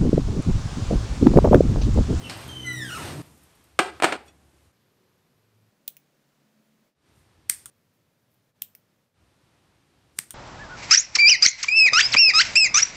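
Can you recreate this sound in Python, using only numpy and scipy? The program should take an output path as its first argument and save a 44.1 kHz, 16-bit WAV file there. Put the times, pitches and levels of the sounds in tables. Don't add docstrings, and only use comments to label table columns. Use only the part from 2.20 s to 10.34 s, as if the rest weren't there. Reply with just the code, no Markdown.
import sys
import numpy as np
from scipy import signal
from scipy.fft import rfft, irfft
from scipy.io import wavfile
from scipy.ndimage import uniform_filter1d

SR = 44100
rng = np.random.default_rng(int(sys.argv[2]) if len(sys.argv) > 2 else 0)


def materialize(psi):
    bounded = np.clip(np.atleast_2d(psi).T, -1, 1)
    quanta = np.round(bounded * 32767).astype(np.int16)
    wavfile.write(sys.argv[1], SR, quanta)


def amplitude_ratio(level_db):
    exponent = np.asarray(level_db, float) / 20
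    return 10 ** exponent


N = 358974

# start in seconds, end in seconds.
SHOTS = [
    (0, 1.02),
    (1.02, 2.52),
    (2.52, 3.5),
    (3.5, 4.75),
    (4.75, 5.5),
    (5.5, 6.94),
    (6.94, 8.14),
]
SPEEDS = [1, 1, 1.38, 1.8, 1.017, 1.62, 1]

# rumble, street drone, room air and hiss, all levels in dB.
SHOT_TONE = [(-58, -49, -51, -57), (-71.5, -65, -67.5, -73), (-81.5, -69.5, -72.5, -80.5),
             (-92.5, -70.5, -73.5, -80.5), (-73, -65, -67.5, -78), (-76.5, -72.5, -75.5, -82),
             (-73, -66.5, -69, -79)]
# low edge in Hz, high edge in Hz.
LAYER_EDGES_HZ = [(56, 92), (100, 580), (650, 5300), (6000, 13000)]
# frequency in Hz, level per Hz in dB.
TONE_COLOUR = [(24, -38), (40, -8.5), (91, 0), (143, -5), (218, -11), (325, -9.5), (449, -15.5),
               (1680, -24), (7340, -29.5), (8520, -29.5), (15500, -33)]
# middle in seconds, half length in seconds, lift in dB.
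RUMBLE_SWELLS = [(0.0, 0.795, 9.5), (1.03, 0.0702, 4), (1.42, 0.0931, 6), (2.3, .12, 0.5), (4.99, 0.097, 7.5),
                 (5.26, .12, 8), (6.997, .1, 8.5)]
DRONE_SWELLS = [(0.05, .2, 8), (.88, 0.14815, 11.158), (1.0, 0.0423, 4.91), (1.03, 0.1757, 9), (1.8, .1, 9),
                (8.13, 0.0708, 5)]
AIR_SWELLS = [(.2, 0.15785, 6.903), (.86, 0.12046, 12.509), (1.03, 0.08114, 7.84), (1.3, .3, 4),
              (1.76, .04, 12), (2.081, 0.02308, 8.44), (8.01, .03, 6)]
HISS_SWELLS = [(.2, 0.129, 1.49), (.8, 0.1583, 10.945), (1.08, 0.2616, 8.2), (1.4, 0.1762, 1.908),
               (1.78, .1, 6), (2.07, 0.01996, 8.55), (3.7, .05, 2.994), (4.99, 0.0527, 6.765),
               (7.976, 0.013, 14.01), (8.03, 0.06188, 15)]
# time in seconds, fade out in seconds, fade in in seconds, depth in dB.
SOFT_CUTS = [(2.52, 0.05948, .01, -4), (4.752, 0.0697, .13, -15), (6.94, .1, .08, -7)]
# start in seconds, end in seconds, gain in dB.
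FADE = [(6.315, 6.35, -8.5)]
GROUND_DB = -92

# time in seconds, slips per second, level in dB.
SQUEAL = [(.43, 2070, -52), (.47, 2025, -38), (.54, 1955, -40), (.6, 1835, -40), (.675, 1610, -45),
          (.715, 1410, -42), (.772, 1265, -44), (.788, 1020, -52), (.86, 780, -55)]
# frequency in Hz, gain in dB.
HINGE_BODY = [(800, 4.5), (2000, 3.5), (2900, -1), (3600, -3), (4100, -11.5), (5000, -11.5), (6000, -8),
              (7000, -13), (8000, -17), (10000, -16.5), (12000, -32.5), (15000, -23)]
# start in seconds, length in seconds, pitch in Hz, level in dB,
# glide as a share of pitch.
WHISTLES = [
    (0.03427, 0.1187, 2740, -52, 0.01142),
    (0.01234, 0.09617, 3110, -52.5, -0.05),
    (.28, .185, 3180, -45.5, -.055),
    (.49, 0.044, 3040, -52, -0.0238),
    (.44, 0.08374, 1420, -50.5, -0.01488),
    (.385, 0.06104, 2040, -64.5, 0.0112),
]
# multiple of the pitch, level in dB.
WHISTLE_ORDERS = [(1, 3.5), (2, -11), (3, -25)]
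# start in seconds, length in seconds,
# slips per second, level in dB, glide as a share.
GROAN = (.78, .33, 152, -43, .06)
# multiple of the slip rate, level in dB.
GROAN_ORDERS = [(1, -2.5), (2, -13.5), (3, -17.5), (4, -18), (6, -15.5)]
# start in seconds, length in seconds, firings per second, level in dB, glide as a share.
MOTOR = (.22, .51, 63, -44, .005)
# multiple of the firing rate, level in dB.
MOTOR_ORDERS = [(1, -36), (2, 1.5), (3, -9.5), (4, -9), (5, -7), (6, -19), (7, -17)]
# start in seconds, length in seconds, pitch
# in Hz, level in dB, glide as a share.
DRONES = [(0.063, 0.08097, 259.2, -41.5, .01), (1.037, 0.28, 74.29, -63, -.03),
          (1.499, 0.3054, 69.64, -60, .05), (1.85, .67, 73, -62.5, 0.001), (2.6, .45, 368, -78, .01),
          (3.15, 0.38853, 110, -69, -.02), (3.47, 1.22, 625, -79.5, -.005), (3.6, 1.12, 146, -76.5, -.07),
          (4.16, 0.515, 212.5, -71.5, .03)]
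CLEAN_JITTER, RAGGED_POWER, MOST_JITTER = .004, 7.1, 0.049
WHISTLE_JITTER, BREATHY_JITTER = 0.004546, 0.02789
MOTOR_JITTER, GROAN_JITTER, DRONE_WANDER_HZ = 0.010007, 0.03121, 1.5
WHISTLE_EDGE_S, MOTOR_EDGE_S = 0.01182, .045
WHISTLE_SAG_DB, MOTOR_RISE_DB, GROAN_RISE_DB = -3, 1.5, 6
EDGE_DB = -15.5

# time in seconds, peak in dB, main resonance in Hz, rattle in seconds.
LATCH = [
    (0.0955, -29, 4817, 0.00668),
]
# time in seconds, peak in dB.
RUSTLES = [(0.1734, -43.5), (0.2099, -44.5), (0.2785, -41), (0.4013, -51), (0.4522, -48.5), (0.5296, -41),
           (1.0231, -49.5), (1.061, -55.5), (1.1766, -51.5), (1.2327, -50), (1.3523, -55.5), (1.4391, -55)]
RUSTLE_HZ, RUSTLE_S = 12102, .004

# time in seconds, peak in dB, main resonance in Hz, rattle in seconds.
KNOCKS = [(1.5895, -0.4189, 1348, 0.003), (1.592, -5.5, 1322, 0.002825), (1.595, -8.5, 330, 0.006),
          (1.8, -20, 1253, 0.002204), (1.822, -7, 727.5, 0.004388), (1.833, -8.5, 838, 0.009167),
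          (1.842, -1.5, 1403, 0.0036), (1.845, -4.5, 770, 0.005), (1.922, -15, 848, 0.0061),
          (1.925, -11, 660.8, 0.00105)]
# frequency in Hz, level per Hz in dB.
PLATE = [(59, -55.5), (100, -26.5), (313, -5.5), (614, -8.5), (742, -3.5), (977, -9.5), (1370, -7.5),
         (1880, -12), (2270, -10.5), (4020, -21.5), (4280, -20.5), (6120, -28.5), (8580, -23),
         (9740, -32.5), (15500, -46.5)]
# start in seconds, end in seconds, gain in dB.
DUCKS = [(1.708, 1.795, -5), (1.968, 2.197, -8)]
# time in seconds, level in dB.
CHINK = (2.081, -60)
# frequency in Hz, level in dB, time to fade by 60 dB in seconds.
RIM = [(2558, 4, 0.1), (3418.3, 6, 0.11), (4446, -1, 0.078), (5688.6, 2, 0.14), (6886.3, 1.5, 0.15),
       (8373, -0.5, 0.098), (9902, -9.5, .1), (11612, -9, 0.0609)]

# time in seconds, peak in dB, main resonance in Hz, rattle in seconds.
SHUTS = [
    (3.6784, -11, 3760, 0.0012),
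    (5.297, -2, 2200, 0.0009233),
    (6.42, -12.5, 3170, 0.001),
    (7.988, -5, 2503, 0.0006996),
]
# frequency in Hz, level per Hz in dB.
BLADES = [(88, -47), (150, -20), (279, -23.5), (631, -33.5), (1940, -11), (2760, -18.5), (3480, -14.5),
          (3830, -16.5), (4560, -12), (6600, -11), (8490, -1.5), (9360, -4.5), (10900, -12.5),
          (12000, -7.5), (15500, -19.5)]
# time in seconds, peak in dB, main resonance in Hz.
OPENS = [(3.767, -31, 2510), (5.457, -24.5, 1300), (6.55, -32, 2200), (8.106, -22.5, 3130)]
# frequency in Hz, level per Hz in dB.
PIVOT = [(290, -59.5), (500, -24.5), (1370, -1), (1670, -6), (2390, -13.5), (3430, -3.5), (3850, -10.5),
         (5430, -10.5), (5830, -5), (7560, -3.5), (9240, 6), (10800, -10), (14800, -5), (15500, -14.5)]
# middle in seconds, half length in seconds, level in dB.
SLIDES = [(4.08, .02, -87), (4.319, 0.04486, -86), (4.45, .05, -80.5), (4.56, .02, -85.5),
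          (4.66, 0.02953, -82.5), (5.56, .05, -80), (5.75, .03, -77), (5.91, .04, -89),
          (6.02, 0.031, -81.5), (6.135, .045, -72.5), (6.26, .03, -82)]
SHEAR_S, SHEAR_DB = .0013, -15
SNIP_HOLD_S, SNIP_DUCK_DB = .055, -4
REBOUND_S, REBOUND_DB, REBOUND_HZ, OPEN_RATTLE_S = .0055, -11, 3295, 0.0018

# frequency in Hz, time to fade by 60 dB in seconds.
ROOM_T60 = [(200, 0.61), (1000, 0.4), (4000, 0.41), (12000, 0.3)]
ROOM_LIFT_SHARE = 0.62
ONSET_LAG_S = 0.0008
SOFT_KNEE_HZ = 2988
# centre in Hz, width in Hz.
MIC_PEAK = (8480, 800)
NEAR_LIFT_DB = 3.5
FAR_LIFT_DB = [7.438, 2.3, 5.8, 1.5, 3.7, 1.5, 2.7]
CHANNEL_GAP_DB = -32


def rms_one(x):
    return x / np.sqrt(np.mean(x ** 2) + 1e-20)


def at_hz(points, hz):
    point_hz, value = np.array(points)[:, :2].T
    return np.interp(np.log(hz + 1), np.log(point_hz), value)


def add(out, start, x):
    ends = [round(b * SR) for a, b in SHOTS if b * SR > start + 1]
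    end = min(ends + [N, start + len(x)])
    out[start:end] += x[:end - start]


def speed_at(s):
    return SPEEDS[sum(s >= b for a, b in SHOTS[:-1])]


def drift(size, rate):
    r = np.exp(-2 * np.pi * rate / SR)
    noise = rng.standard_normal(size + 8000)
    return rms_one(signal.lfilter([1], [1, -2 * r, r * r], noise)[8000:])


def band(x, low_hz, high_hz):
    edges = [low_hz, min(high_hz, SR / 2.1)]
    return signal.sosfilt(signal.butter(2, edges, "band", fs=SR, output="sos"), x)


def bell(t, s, half):
    return np.exp(-((t - s) / half) ** 2)


def suppression(dips, size):
    db = np.zeros(N)
    for start, end, dip_db in dips:
        db[round(start * SR):round(end * SR)] = dip_db
    return amplitude_ratio(uniform_filter1d(db, size=size))


def room_echo(speed):
    t = np.arange(SR // 2) * speed / SR
    out = 0
    for hz in 125 * 2 ** np.arange(8):
        noise = band(rng.standard_normal(len(t)), hz * speed / 2 ** .5, hz * speed * 2 ** .5)
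        out = out + noise * amplitude_ratio(-60 * t / at_hz(ROOM_T60, hz))
    early = 1 + amplitude_ratio(0.5) * np.exp(-t / .007)
    return out * early * np.clip(t / 0.00093, 0, 1) / np.sqrt(SR / 100)


def room_tone():
    out = np.zeros(N)
    layer_swells = [RUMBLE_SWELLS, DRONE_SWELLS, AIR_SWELLS, HISS_SWELLS]
    for (a, b), levels_db, speed in zip(SHOTS, SHOT_TONE, SPEEDS):
        t = np.arange(round(a * SR), min(round(b * SR), N)) / SR
        size = len(t)
        hz = np.arange(size // 2 + 1) * SR / size
        colour = amplitude_ratio(at_hz(TONE_COLOUR, hz / speed))
        for db, (low, high), swells in zip(levels_db, LAYER_EDGES_HZ, layer_swells):
            db = db + sum(lift_db * bell(t, s, half) for s, half, lift_db in swells if a <= max(s, 0) < b)
            noise = irfft(rfft(rng.standard_normal(size)) * colour, size)
            layer = rms_one(band(noise, low * speed ** 0.85, high * speed ** 0.65))
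            add(out, round(a * SR), layer * amplitude_ratio(db + 0.47 * drift(size, 1.6)))
    out += amplitude_ratio(GROUND_DB) * rms_one(band(rng.standard_normal(N), 22, 70))
    t = np.arange(N) / SR
    dips_db = sum(np.interp(t, [s - down, s, s + up], [0, db, 0]) for s, down, up, db in SOFT_CUTS)
    return out * amplitude_ratio(dips_db)


def span_of(rows):
    s, *columns = np.transpose(rows)
    at = np.arange(round(s[0] * SR), min(round(s[-1] * SR), N))
    return at[0], [np.interp(at / SR, s, c) for c in columns]


def note(s, length, hz, db, glide, jitter, edge_s, rise_db):
    s, edge_s = max(s, 0), min(edge_s, length / 3)
    shape = [(0, EDGE_DB), (edge_s, 0), (length - edge_s, rise_db), (length, rise_db + EDGE_DB)]
    return [(s + at, hz * (1 + glide * at / length), db + lift_db, jitter) for at, lift_db in shape]


def tone(rows, orders, wobble_rate, flutter_db, body=((1, 0), (2, 0))):
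    start, (hz, db, jitter) = span_of(rows)
    unsteady_hz = hz * (1 + np.abs(jitter) * drift(len(hz), wobble_rate))
    phase = 2 * np.pi * np.cumsum(unsteady_hz) / SR
    wave = 0
    for k, level_db in orders:
        flutter = flutter_db * drift(len(hz), wobble_rate / 3)
        strength = amplitude_ratio(level_db + at_hz(body, k * hz) + flutter)
        wave = wave + strength * (k * hz < SR / 2.7) * np.sin(k * phase)
    return start, np.sqrt(2) * amplitude_ratio(db) * wave * signal.windows.tukey(len(hz), .12)


def hinge_squeal():
    out = np.zeros(N)
    for k, row in enumerate(WHISTLES):
        jitter = BREATHY_JITTER if k < 2 else WHISTLE_JITTER
        rows = note(*row, jitter, WHISTLE_EDGE_S, WHISTLE_SAG_DB)
        add(out, *tone(rows, WHISTLE_ORDERS, wobble_rate=210.2, flutter_db=2.5))
    squeal = []
    for s, hz, db in SQUEAL:
        ragged = CLEAN_JITTER * (SQUEAL[0][1] / hz) ** RAGGED_POWER
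        squeal.append((s, hz, db, min(ragged, MOST_JITTER)))
    orders = [(k, 0) for k in range(1, 17)]
    add(out, *tone(squeal, orders, wobble_rate=57, flutter_db=2.0, body=HINGE_BODY))
    wet = signal.fftconvolve(out[:round(SHOTS[0][1] * SR)], room_echo(0.83375))
    add(out, 0, amplitude_ratio(-8.5) * wet)
    return out


def motors():
    out = np.zeros(N)
    for row in DRONES:
        rows = note(*row, DRONE_WANDER_HZ / row[2], MOTOR_EDGE_S, 0)
        add(out, *tone(rows, [(1, 0.00583)], wobble_rate=23, flutter_db=2.5))
    rows = note(*MOTOR, MOTOR_JITTER, MOTOR_EDGE_S, MOTOR_RISE_DB)
    add(out, *tone(rows, MOTOR_ORDERS, wobble_rate=13.88, flutter_db=2.5))
    return out


def causal(db):
    cepstrum = irfft(db * np.log(10) / 20)
    half = len(cepstrum) // 2
    cepstrum[1:half] *= 2
    cepstrum[half + 1:] = 0
    return irfft(np.exp(rfft(cepstrum)))[:half]


def blows(events, echoes, colour, lift_db, room_db, lead_s, lead_db, bright_db, soften=0):
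    out = np.zeros(N)
    hz = np.arange(2049) * SR / 4096
    for s, peak_db, main_hz, rattle_s in events:
        speed, s = speed_at(s), s + ONSET_LAG_S
        t = np.arange(-SR // 50, SR // 20) * speed / SR
        swell = amplitude_ratio(lead_db) * np.exp(np.minimum(t, 0) / lead_s)
        decay = np.exp(-np.abs(t) / max(rattle_s, 1e-4))
        contacts = rng.standard_normal(len(t)) * np.where(t < 0, swell, decay)

        octaves = np.log2((hz + 20) / main_hz)
        main_db = lift_db * np.exp(-(octaves / 0.36) ** 2)
        db = at_hz(colour, hz / speed) + main_db + bright_db * np.clip(octaves, -3.2, 3)
        db = db + soften * peak_db * np.clip(np.log2((hz + 20) / SOFT_KNEE_HZ), 0, 3)
        chance_db = 10 * np.log10(uniform_filter1d(np.abs(rfft(contacts, 4096)) ** 2, size=40))
        body = signal.fftconvolve(contacts, causal(db - chance_db))
        gain = amplitude_ratio(peak_db) / np.abs(body).max()
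        add(out, round(s * SR) - SR // 50, gain * body)

        blurred_db = uniform_filter1d(db - (1 - ROOM_LIFT_SHARE) * main_db, size=8)
        echo = signal.fftconvolve(causal(blurred_db), echoes[speed][rng.integers(3)])
        add(out, round(s * SR), gain * amplitude_ratio(room_db) * echo)
    return out


def latch_click(echoes):
    return blows(LATCH, echoes, PLATE, lift_db=14.5, room_db=5.2378, lead_s=0.00197, lead_db=-18, bright_db=3.0)


def finger_rustles(echoes):
    rustles = [(s, db, RUSTLE_HZ, RUSTLE_S) for s, db in RUSTLES]
    return blows(rustles, echoes, BLADES, lift_db=11.0, room_db=-3.5, lead_s=.003, lead_db=-4.0, bright_db=3.0)


def hinge_groan():
    out = np.zeros(N)
    rows = note(*GROAN, GROAN_JITTER, MOTOR_EDGE_S / 3, GROAN_RISE_DB)
    add(out, *tone(rows, GROAN_ORDERS, wobble_rate=48.62, flutter_db=2.0))
    return out


def plate_knocks(echoes):
    knocks = blows(KNOCKS, echoes, PLATE, lift_db=4.0, room_db=-11.5, lead_s=.001, lead_db=-46.0,
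                   bright_db=0.3803, soften=.22)
    return knocks * suppression(DUCKS, size=200)


def ring(x, hz, t60):
    r = amplitude_ratio(-60 / (t60 * SR))
    w = 2 * np.pi * min(hz, SR / 2.2) / SR
    return signal.lfilter([0, np.sin(w)], [1, -2 * r * np.cos(w), r * r], x)


def rim_chink():
    start_s, level_db = CHINK
    touch = np.zeros(SR // 4)
    touch[0] = amplitude_ratio(level_db)
    out = np.zeros(N)
    add(out, round(start_s * SR), sum(amplitude_ratio(db) * ring(touch, hz, min(t60, .09)) for hz, db, t60 in RIM))
    return out


def scissors_shut(echoes):
    shear = dict(lift_db=4.5, lead_s=SHEAR_S, lead_db=SHEAR_DB)
    out = blows(SHUTS[:-1], echoes, BLADES, room_db=-14.5, bright_db=0.4601, **shear)
    out += blows(SHUTS[-1:], echoes, BLADES, room_db=-19.0, bright_db=-2.0, **shear)
    dips = [(s + SNIP_HOLD_S / speed_at(s), s + .5, SNIP_DUCK_DB) for s, *rest in SHUTS]
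    return out * suppression(dips, size=200)


def scissors_open(echoes):
    ticks = []
    for s, db, hz in OPENS:
        ticks.append((s, db, hz, OPEN_RATTLE_S))
        ticks.append((s + REBOUND_S, db + REBOUND_DB, REBOUND_HZ, OPEN_RATTLE_S))
    return blows(ticks, echoes, PIVOT, lift_db=3.0, room_db=-13.0, lead_s=.001, lead_db=-38.5, bright_db=1.1797)


def blade_slides():
    t = np.arange(N) / SR
    uneven = rng.standard_normal(N) * amplitude_ratio(3.0 * drift(N, 200))
    grit = rms_one(band(uneven, 11000, 21000))
    return grit * sum(amplitude_ratio(db) * bell(t, s, half) for s, half, db in SLIDES)


def port(x, lifts_db):
    out = x.copy()
    hz, width = MIC_PEAK
    for (a, b), speed, db in zip(SHOTS, SPEEDS, lifts_db):
        part = slice(round(a * SR), round(b * SR))
        peak = band(x[part], (hz - width / 2) * speed, (hz + width / 2) * speed)
        out[part] += (amplitude_ratio(db) - 1) * peak
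    return out


def scene():
    echoes = {speed: [room_echo(speed) for place in range(3)] for speed in sorted(set(SPEEDS))}
    far = room_tone() * suppression(FADE, size=1500)
    near = hinge_squeal() + motors() + latch_click(echoes) + finger_rustles(echoes) + hinge_groan()
    near += plate_knocks(echoes) + rim_chink()
    near += scissors_shut(echoes) + scissors_open(echoes) + blade_slides()
    heard = port(near, [NEAR_LIFT_DB] * len(SHOTS)) + port(far, FAR_LIFT_DB)
    return np.tile(heard, (2, 1))


def low_pass(x):
    return signal.sosfilt(signal.butter(12, 16800, fs=SR, output="sos"), x)


def record(dry):
    soft = 1.0069 * np.tanh(dry / 1.0372)
    waver = amplitude_ratio(CHANNEL_GAP_DB) * drift(N, 1500)
    apart = soft * (1 + waver * np.array([[1], [-1]]))
    top_cut = signal.cheby2(14, 26, 15800, fs=SR, output="sos")
    return low_pass(signal.sosfilt(top_cut, apart))


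dry = scene()
out = record(dry)
materialize(out)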